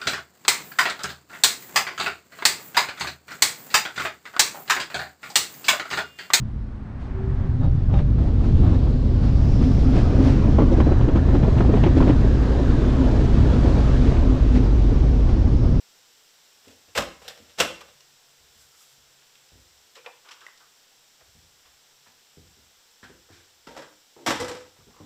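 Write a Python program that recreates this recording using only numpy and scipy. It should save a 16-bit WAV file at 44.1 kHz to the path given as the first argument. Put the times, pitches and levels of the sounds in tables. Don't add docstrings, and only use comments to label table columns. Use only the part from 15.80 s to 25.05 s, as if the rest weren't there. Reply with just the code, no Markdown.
import sys
import numpy as np
from scipy import signal
from scipy.fft import rfft, irfft
from scipy.io import wavfile
from scipy.ndimage import uniform_filter1d

SR = 44100
rng = np.random.default_rng(int(sys.argv[2]) if len(sys.argv) > 2 else 0)


def voltage_ratio(level):
    return 10 ** (np.asarray(level, float) / 20)


def dump_mix(stems):
    frames = np.atleast_2d(stems).T
    limited = np.clip(frames, -1, 1)
    pcm = np.round(limited * 32767).astype(np.int16)
    wavfile.write(sys.argv[1], SR, pcm)


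N = 407925

# time in seconds, level in dB.
AIR_LEVEL = [(0.0, -59.5), (9.25, -61.5)]
# pitch in Hz, strength in dB per Hz.
HISS_COLOUR = [(24, -62), (40, -18), (80, -10), (287, -8), (509, -1.5), (562, -6), (778, -2.5),
               (1250, -5.5), (1380, -2.5), (2390, -5), (5440, -4), (7710, -8.5), (10700, -13.5),
               (15500, -12.5)]
# time in seconds, level in dB.
HUM_LEVEL = [
    (2.15, -69),
    (2.232, -79),
    (2.826, -78.5),
    (3.038, -83.5),
    (3.22, -79),
    (3.592, -85),
    (4.2, -85.5),
    (5.25, -89.5),
    (6.55, -85),
]
# pitch in Hz, level in dB, ring length in seconds before it is
# scaled down and capped at 45 ms.
SHELL_RINGS = [(221, 2.5, 0.51), (404, -8, 0.54), (573, -4, 0.84), (825, -18, 0.22), (1404, 1.5, 0.83),
               (1776, 8, 0.33), (1910, 4, 0.074), (2830, 12.5, 0.06), (3500, -24, 0.24), (3460, -19, 0.9),
               (3800, -10, 0.37), (4100, -22, 0.13), (5685, -4, 0.35), (6245, -18, 0.28), (7230, -34, 0.28),
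               (6760, -21, 0.19)]
# pitch in Hz, strength in dB per Hz.
SHELL_COLOUR = [(35, -19), (60, -5), (187, -14), (226, -10), (272, -23), (403, -4.5), (464, 1), (585, -2),
                (1020, -8), (1290, -7.5), (2150, -10), (3050, -12), (7370, -22.5), (15500, -32.5)]
# start in seconds, peak level in dB,
# rattle time to fall 60 dB in seconds, favoured pitch in Hz.
SLIDES = [(0.84, -44.5, 0.22, 300), (0.899, -39, 0.17, 509), (1.079, -45.5, 0.13, 606),
          (1.149, -15.5, 0.17, 2420), (1.156, -14.5, 0.18, 547), (1.415, -33.5, 0.16, 859),
          (1.439, -34, 0.81, 506), (1.499, -31.5, 0.12, 1730), (1.571, -38.5, 0.12, 3840),
          (1.69, -41, 0.2, 3500), (1.775, -26, 0.11, 482), (1.783, -12, 0.27, 573),
          (2.007, -30, 0.052, 476), (2.04, -39, 0.18, 490), (2.079, -39, 0.18, 501)]
# start in seconds, peak level in dB, rattle time to fall 60 dB in seconds,
# treble tilt in dB per octave, favoured pitch in Hz.
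CLICKS = [
    (0.88, -41.5, 0.074, 3, 886),
    (1.479, -25.5, 0.1, 2.5, 4050),
    (2.006, -36, 0.046, 0, 1400),
    (2.205, -41.5, 0.03, 3, 5430),
]
# start in seconds, peak level in dB, gap to the first bounce in seconds,
# loss in dB per bounce, favoured pitch in Hz.
SLAMS = [
    (1.175, -7, 0.004, 2.5, 1465),
    (1.801, -4.5, 0.0065, 4, 2430),
]
# start in seconds, peak level in dB, floor pitch in Hz,
# sole snap level in dB.
FOOTFALLS = [(0.869, -43, 99.6, 8.5), (1.077, -51, 99.6, -4), (1.178, -26.5, 74.5, 7), (1.599, -47, 85, 3),
             (1.8, -32, 104, 10), (1.83, -31, 73, 18), (2.6, -54.5, 60, -12), (2.751, -53.5, 65, -13.5),
             (3.178, -51.5, 73, -13), (3.718, -42.5, 78, -13), (3.754, -49.5, 87, -3.5),
             (5.42, -53, 73, -12), (5.475, -51, 79, -20), (5.55, -43, 80.6, -13.5), (5.622, -53, 77, -12),
             (5.848, -54, 57, -20), (6.57, -39, 70.4, -7), (6.269, -57, 119, 7), (6.678, -54, 75.4, -12),
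             (6.767, -51.5, 83.5, -3), (7.228, -42, 100, 0.5), (7.295, -43, 67.6, 3),
             (7.501, -44.5, 89, 0.5), (7.77, -59, 69.6, -15), (7.871, -41, 64.6, 3), (8.473, -34, 86.1, -1),
             (8.599, -30, 104, 3.5), (8.987, -45, 99, -7), (9.068, -46, 78.1, 2), (9.201, -38, 94.2, 4)]
# start in seconds, peak level in dB, upper ring in Hz.
KNOCKS = [
    (2.01, -31.5, 1180),
    (4.162, -38, 1130),
    (4.264, -28.5, 1090),
    (4.279, -36.5, 775),
    (7.485, -44.5, 730),
    (8.999, -48, 1110),
    (9.099, -47, 800),
    (9.159, -41.5, 1110),
    (9.2, -41.5, 1040),
    (9.234, -42, 774),
]
# start in seconds, peak level in dB, low ring in Hz,
# high ring in Hz, rattle time to fall 60 dB in seconds.
DRAGS = [(2.8, -50, 1500, 1530, 0.2), (2.92, -50, 1330, 1400, 0.29), (2.998, -47.5, 1250, 1330, 0.19),
         (4.171, -40, 487, 2460, 0.19), (4.445, -39, 1190, 1500, 0.63), (4.61, -37.5, 1340, 1590, 0.3),
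         (4.679, -38.5, 1150, 1600, 0.058), (4.799, -42, 1250, 1450, 0.24), (7.51, -47, 393, 1600, 0.67),
         (7.599, -47, 513, 1670, 0.12), (9.139, -53, 1130, 2000, 0.33)]
# time of a loudest moment in seconds, level in dB.
RUSTLE = [
    (2.818, -61),
    (3.024, -58.5),
    (3.124, -66),
]
# start in seconds, peak level in dB,
# centre pitch in Hz, rattle time to fall 60 dB in seconds.
SCUFFS = [(3.415, -47, 1460, 0.14), (4.15, -36.5, 2150, 0.12), (4.242, -39.5, 1070, 0.087),
          (4.51, -36, 1500, 0.12), (4.55, -51, 1340, 0.15), (5.405, -42, 800, 0.072),
          (5.849, -46.5, 1400, 0.33), (6.257, -43, 1110, 0.19), (7.241, -41, 1350, 0.3),
          (7.52, -45, 2580, 0.52), (9.077, -48, 666, 0.35), (9.218, -50, 790, 0.18)]
# start in seconds, peak level in dB, low ring in Hz, high ring in Hz,
# rattle time to fall 60 dB in seconds.
TICKS = [
    (3.555, -44, 1700, 3000, 0.018),
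    (3.6898, -50, 1400, 5310, 0.024),
    (4.4876, -40, 1530, 2450, 0.066),
    (4.5111, -39.5, 2000, 3130, 0.11),
    (4.6082, -44, 1500, 3610, 0.035),
    (4.6658, -44, 2160, 3000, 0.034),
    (4.776, -48, 2080, 5600, 0.036),
    (7.2417, -44.5, 1530, 5500, 0.033),
]
# start in seconds, peak level in dB, ring in Hz,
# rattle time to fall 60 dB in seconds.
CHIRPS = [
    (4.6656, -31.5, 1970, 0.017),
    (4.805, -49, 1490, 0.1),
    (7.2302, -37.5, 1563, 0.15),
    (7.869, -41, 1350, 0.12),
    (9.14, -50, 1110, 0.17),
    (9.185, -48, 1080, 0.15),
    (4.165, -47, 490, 0.2),
]
# start in seconds, peak level in dB, low ring in Hz, high ring in Hz,
# rattle time to fall 60 dB in seconds.
TAPS = [
    (4.262, -28, 540, 2440, 0.035),
    (4.288, -44, 520, 1500, 0.06),
    (4.509, -41, 1170, 1180, 0.096),
    (7.229, -49, 495, 1580, 0.033),
    (7.298, -46, 430, 1600, 0.039),
    (7.331, -58, 405, 1610, 0.073),
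    (7.503, -51, 384, 1710, 0.093),
]
# start in seconds, peak level in dB, gap to the first bounce
# in seconds, loss in dB per bounce, favoured pitch in Hz.
LATCH = [
    (7.869, -35.5, 0.014, 2, 520),
    (7.963, -29.5, 0.0099, 2.2, 880),
]
JUDDER = [
    (8.362, -40, 0.026, 1, 404),
]
DOOR_HITS = [
    (8.462, -16, 0.0075, -1.1, 11000),
    (8.493, -19, 0.01, 4, 1280),
    (8.555, -31, 0.016, 9, 900),
    (8.599, -23.5, 0.008, 1, 9200),
    (8.68, -28.5, 0.012, 0.85, 9200),
    (8.767, -41, 0.035, 3.5, 800),
]
# pitch in Hz, level in dB, ring length in seconds before it is scaled down
# and capped at 45 ms.
PANEL_RINGS = [(316, 6, 0.077), (476, -16, 5.0), (616, -31, 5.0), (940, 9, 0.23), (1220, -32, 0.7),
               (1340, 6.5, 0.19), (2010, 0, 0.53), (2070, -39, 2.2), (2450, -34, 0.4)]
# pitch in Hz, strength in dB per Hz.
PANEL_COLOUR = [(35, -58), (60, -52), (135, 7), (175, -1.5), (305, 11.5), (343, 6), (486, 10.5), (688, 4),
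                (1150, -1), (1350, -4), (1520, 0.5), (2710, -7), (5450, -11.5), (15500, -33)]
# time of a loudest moment in seconds, level in dB.
WOBBLE_PEAKS = [
    (8.621, -24),
    (8.705, -29.5),
    (8.781, -33),
    (8.835, -48),
]
# pitch in Hz, time to fall 60 dB in seconds.
KITCHEN_ECHO = [(60, 0.75), (250, 0.39), (1000, 0.41), (4000, 0.4), (14000, 0.29)]
# pitch in Hz, width in Hz, boost in dB.
MICROPHONE = [(3433, 805, 4), (5480, 760, 5), (7570, 630, 7.5), (10650, 1550, -2.5), (12200, 400, 6)]

GRID = 8192
TILT_FROM_HZ, LONGEST_RING_S, STRIKE_SPREAD_DB = 300, 0.045, 2
DULLING_DB = 0.29
RING_CYCLES, SCRATCH_FALL_DB = 18, 4.5


def rms_one(x):
    return x / np.sqrt(np.mean(x ** 2) + 1e-20)


def at_hz(points, hz):
    pitches, values = np.array(points)[:, 0], np.array(points)[:, 1]
    return np.interp(np.log(hz), np.log(pitches), values)


def coloured(x, gain_db):
    hz = np.maximum(np.arange(GRID // 2 + 1) * SR / GRID, 10)
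    cepstrum = irfft(gain_db(hz) * np.log(10) / 20)
    cepstrum[1:GRID // 2] *= 2
    cepstrum[GRID // 2 + 1:] = 0
    response = irfft(np.exp(rfft(cepstrum)))
    return signal.fftconvolve(x, response)[:len(x)]


def ring(x, hz, t60):
    shrink = voltage_ratio(-60 / (max(t60, 0.002) * SR))
    turn = 2 * np.pi * hz / SR
    return signal.lfilter([0, np.sin(turn)], [1, -2 * shrink * np.cos(turn), shrink * shrink], x + 1e-18)


def rattle(rise, t60, spread_db, first_db):
    t = np.arange(SR // 3) / SR
    uneven_db = spread_db * np.minimum(rng.exponential(1, len(t)), 5)
    clicks = rms_one(voltage_ratio(uneven_db) * rng.standard_normal(len(t)))
    swell = (1 - np.exp(-t / rise)) ** 2
    force = clicks * swell * voltage_ratio(-60 * t / max(t60, 0.005))
    force[0] = voltage_ratio(first_db)
    return force


def add(out, sound, s, peak_db):
    start = round(s * SR)
    loudest = uniform_filter1d(sound ** 2, size=128).max()
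    scaled = voltage_ratio(peak_db) * sound / np.sqrt(loudest)
    out[start:start + len(sound)] += scaled[:N - start]


def level(rows):
    s, db = np.transpose(rows)
    return voltage_ratio(np.interp(np.arange(N) / SR, s, db, left=-200, right=-200))


def swells(peaks, rise, fall):
    t = np.arange(N) / SR
    total = 0
    for s, db in peaks:
        below_db = np.where(t < s, rise * (s - t), fall * (t - s))
        total = total + voltage_ratio(db - np.clip(below_db, 0, 200))
    return total


def narrow_noise(hz, width_hz):
    t60 = np.log(1000) / np.pi / width_hz
    once = ring(rng.standard_normal(N), hz, t60)
    return rms_one(ring(once, hz, t60))


def bounced(hits, count, growth, t60, tilt_db, spots_hz):
    contacts = []
    for s, db, gap, loss_db, hz in hits:
        for k in range(count + 1):
            delay = gap * sum(growth ** j for j in range(k))
            spot_hz = spots_hz[(k - 1) % 2] if k else hz
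            contacts.append((s + delay, db - loss_db * k, t60, tilt_db - DULLING_DB * k, spot_hz))
    return contacts


def struck(contacts, modes, body, modes_db, damping, rise, first_db):
    out = np.zeros(N)
    for s, peak_db, t60, tilt, spot_hz in contacts:
        def lean(hz):
            slope = tilt * np.log2(np.maximum(hz, TILT_FROM_HZ) / 1000)
            return slope + 6 * np.exp(-(np.log2(hz / spot_hz) / 0.35) ** 2)

        force = coloured(rattle(rise, t60, spread_db=2.5, first_db=first_db), lean)
        broad = coloured(force, lambda hz: at_hz(body, hz))
        changes_db = rng.normal(0, STRIKE_SPREAD_DB, len(modes))
        rings = 0
        for (hz, db, mode_t60), change_db in zip(modes, changes_db):
            rings = rings + voltage_ratio(db + change_db) * ring(force, hz, min(damping * mode_t60, LONGEST_RING_S))
        add(out, rms_one(broad) + voltage_ratio(modes_db) * rms_one(rings), s, peak_db)
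    return out


def background():
    hiss = rms_one(coloured(rng.standard_normal(N), lambda hz: at_hz(HISS_COLOUR, hz)))
    hum = level(HUM_LEVEL) * narrow_noise(137.6, width_hz=12)
    rumble = voltage_ratio(-86) * narrow_noise(22, width_hz=22.0)
    return level(AIR_LEVEL) * hiss + voltage_ratio(2.5) * hum + rumble


def toaster():
    rubs = [(s, db, t60, 0.9, hz) for s, db, t60, hz in SLIDES]
    slides = struck(rubs, SHELL_RINGS, SHELL_COLOUR, modes_db=-17, damping=0.25, rise=0.0036, first_db=-44)
    hits = bounced(SLAMS, count=5, growth=1.42, t60=0.06, tilt_db=0.76, spots_hz=(610, 1400)) + CLICKS
    slams = struck(hits, SHELL_RINGS, SHELL_COLOUR, modes_db=-17, damping=0.4, rise=0.0006, first_db=6)
    return voltage_ratio(-11.0) * slams + voltage_ratio(-14.5) * slides


def steps():
    out = np.zeros(N)
    for s, peak_db, hz, snap_db in FOOTFALLS:
        push = rattle(0.002, 0.065, spread_db=5.0, first_db=16.5)
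        soft_push = signal.lfilter([0.03], [1, -0.97], push)
        boom = ring(soft_push, hz, t60=0.067)
        snap = coloured(push, lambda f: -9.0 * np.log2(f / 280) ** 2)
        add(out, rms_one(boom) + voltage_ratio(snap_db) * rms_one(snap), s, peak_db - 4.5)
    return out


def handled(contacts, scratch_db, rise, first_db):
    out = np.zeros(N)
    no_bass = signal.butter(4, 380, "high", fs=SR, output="sos")
    for s, peak_db, low_hz, high_hz, t60 in contacts:
        force = rattle(rise, t60, spread_db=2.5, first_db=first_db)
        low_ring = rms_one(ring(force, low_hz, RING_CYCLES / low_hz))
        high_ring = rms_one(ring(force, high_hz, RING_CYCLES / high_hz))
        middle_hz = np.sqrt(low_hz * high_hz)
        scratch = coloured(force, lambda hz: -SCRATCH_FALL_DB * np.log2(hz / middle_hz) ** 2)
        whole = low_ring + high_ring + voltage_ratio(scratch_db) * rms_one(scratch)
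        add(out, signal.sosfilt(no_bass, whole), s, peak_db)
    return out


def one_note(rows):
    return [(s, db, hz, hz, t60) for s, db, hz, t60 in rows]


def handling():
    knocks = [(s, db, 520, hz, 0.077) for s, db, hz in KNOCKS]
    drags = 0
    for rows, scratch_db in [(DRAGS, -3), (one_note(SCUFFS), 18), (knocks, -4)]:
        drags = drags + handled(rows, scratch_db, rise=0.0033, first_db=-28)
    taps = 0
    for rows, scratch_db in [(TAPS, -2.5), (TICKS, 7), (one_note(CHIRPS), -9)]:
        taps = taps + handled(rows, scratch_db, rise=0.001, first_db=16)
    cloth = rms_one(coloured(rng.standard_normal(N), lambda hz: -3.5 * np.log2(hz / 6500) ** 2))
    rustle = swells(RUSTLE, rise=133, fall=225) * cloth
    return voltage_ratio(-7.0) * taps + voltage_ratio(-13) * drags + rustle


def door():
    latch = bounced(LATCH, count=3, growth=1.7, t60=0.12, tilt_db=0.5, spots_hz=(1500, 560))
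    judder = bounced(JUDDER, count=3, growth=1, t60=0.12, tilt_db=-4, spots_hz=(326, 300))
    shut = bounced(DOOR_HITS, count=3, growth=1.7, t60=0.082, tilt_db=1.5, spots_hz=(1250, 310))
    hits = latch + judder + shut
    return voltage_ratio(-7) * struck(hits, PANEL_RINGS, PANEL_COLOUR, modes_db=-12, damping=0.11, rise=0.0012, first_db=-7)


def wobble():
    tone_hz, width_hz = 497, 8
    wander = np.cumsum(rng.standard_normal(N)) * np.sqrt(2 * np.pi * width_hz / SR)
    phase = 2 * np.pi * tone_hz * np.arange(N) / SR + uniform_filter1d(wander, size=512)
    return np.sqrt(2) * swells(WOBBLE_PEAKS, rise=503, fall=228) * np.sin(phase)


def evened(tail):
    power = np.abs(rfft(tail[:GRID])) ** 2 + 1e-12
    ripple_db = 10 * np.log10(uniform_filter1d(power, size=5) / uniform_filter1d(power, size=61))
    return coloured(tail, lambda hz: -0.7 * ripple_db)


def kitchen(x):
    t = np.arange(SR) / SR
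    edges = 40 * 2 ** np.arange(0, 9, 0.5)
    white = rng.standard_normal((2, SR))
    tail = 0
    for k, (low, high) in enumerate(zip(edges, edges[1:])):
        band_filter = signal.butter(2, [low, high], "band", fs=SR, output="sos")
        band = signal.sosfilt(band_filter, white[k % 2])
        tail = tail + band * voltage_ratio(-60 * t / at_hz(KITCHEN_ECHO, np.sqrt(low * high)))
    build_up = np.clip(t / 0.012, 0, 1) ** 2
    tail = evened(tail * build_up)
    return signal.fftconvolve(x, tail / np.sqrt(np.sum(tail ** 2)))[:N]


def scene():
    air = background()
    near, low, small, shut = toaster(), steps(), handling(), door()
    near_echo = kitchen(voltage_ratio(-12) * near + voltage_ratio(-2.0) * low)
    far_echo = kitchen(voltage_ratio(-7) * shut + voltage_ratio(-10.5) * small)
    bass_cut = signal.butter(3, 62, "high", fs=SR, output="sos")
    events = signal.sosfilt(bass_cut, near + shut + small + low + near_echo + far_echo)
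    return (events + voltage_ratio(-9.0) * wobble() + air)[None]


def band_limit(x):
    return signal.sosfilt(signal.butter(12, 16150, fs=SR, output="sos"), x)


def record(dry):
    def bumps(hz):
        return sum(db * np.exp(-((hz - f) / width) ** 2) for f, width, db in MICROPHONE)

    top_cut = signal.cheby2(12, 60, 16300, fs=SR, output="sos")
    mix = signal.sosfilt(top_cut, coloured(dry[0], bumps))[None]
    return band_limit(mix)


dry = scene()
out = record(dry)
dump_mix(out)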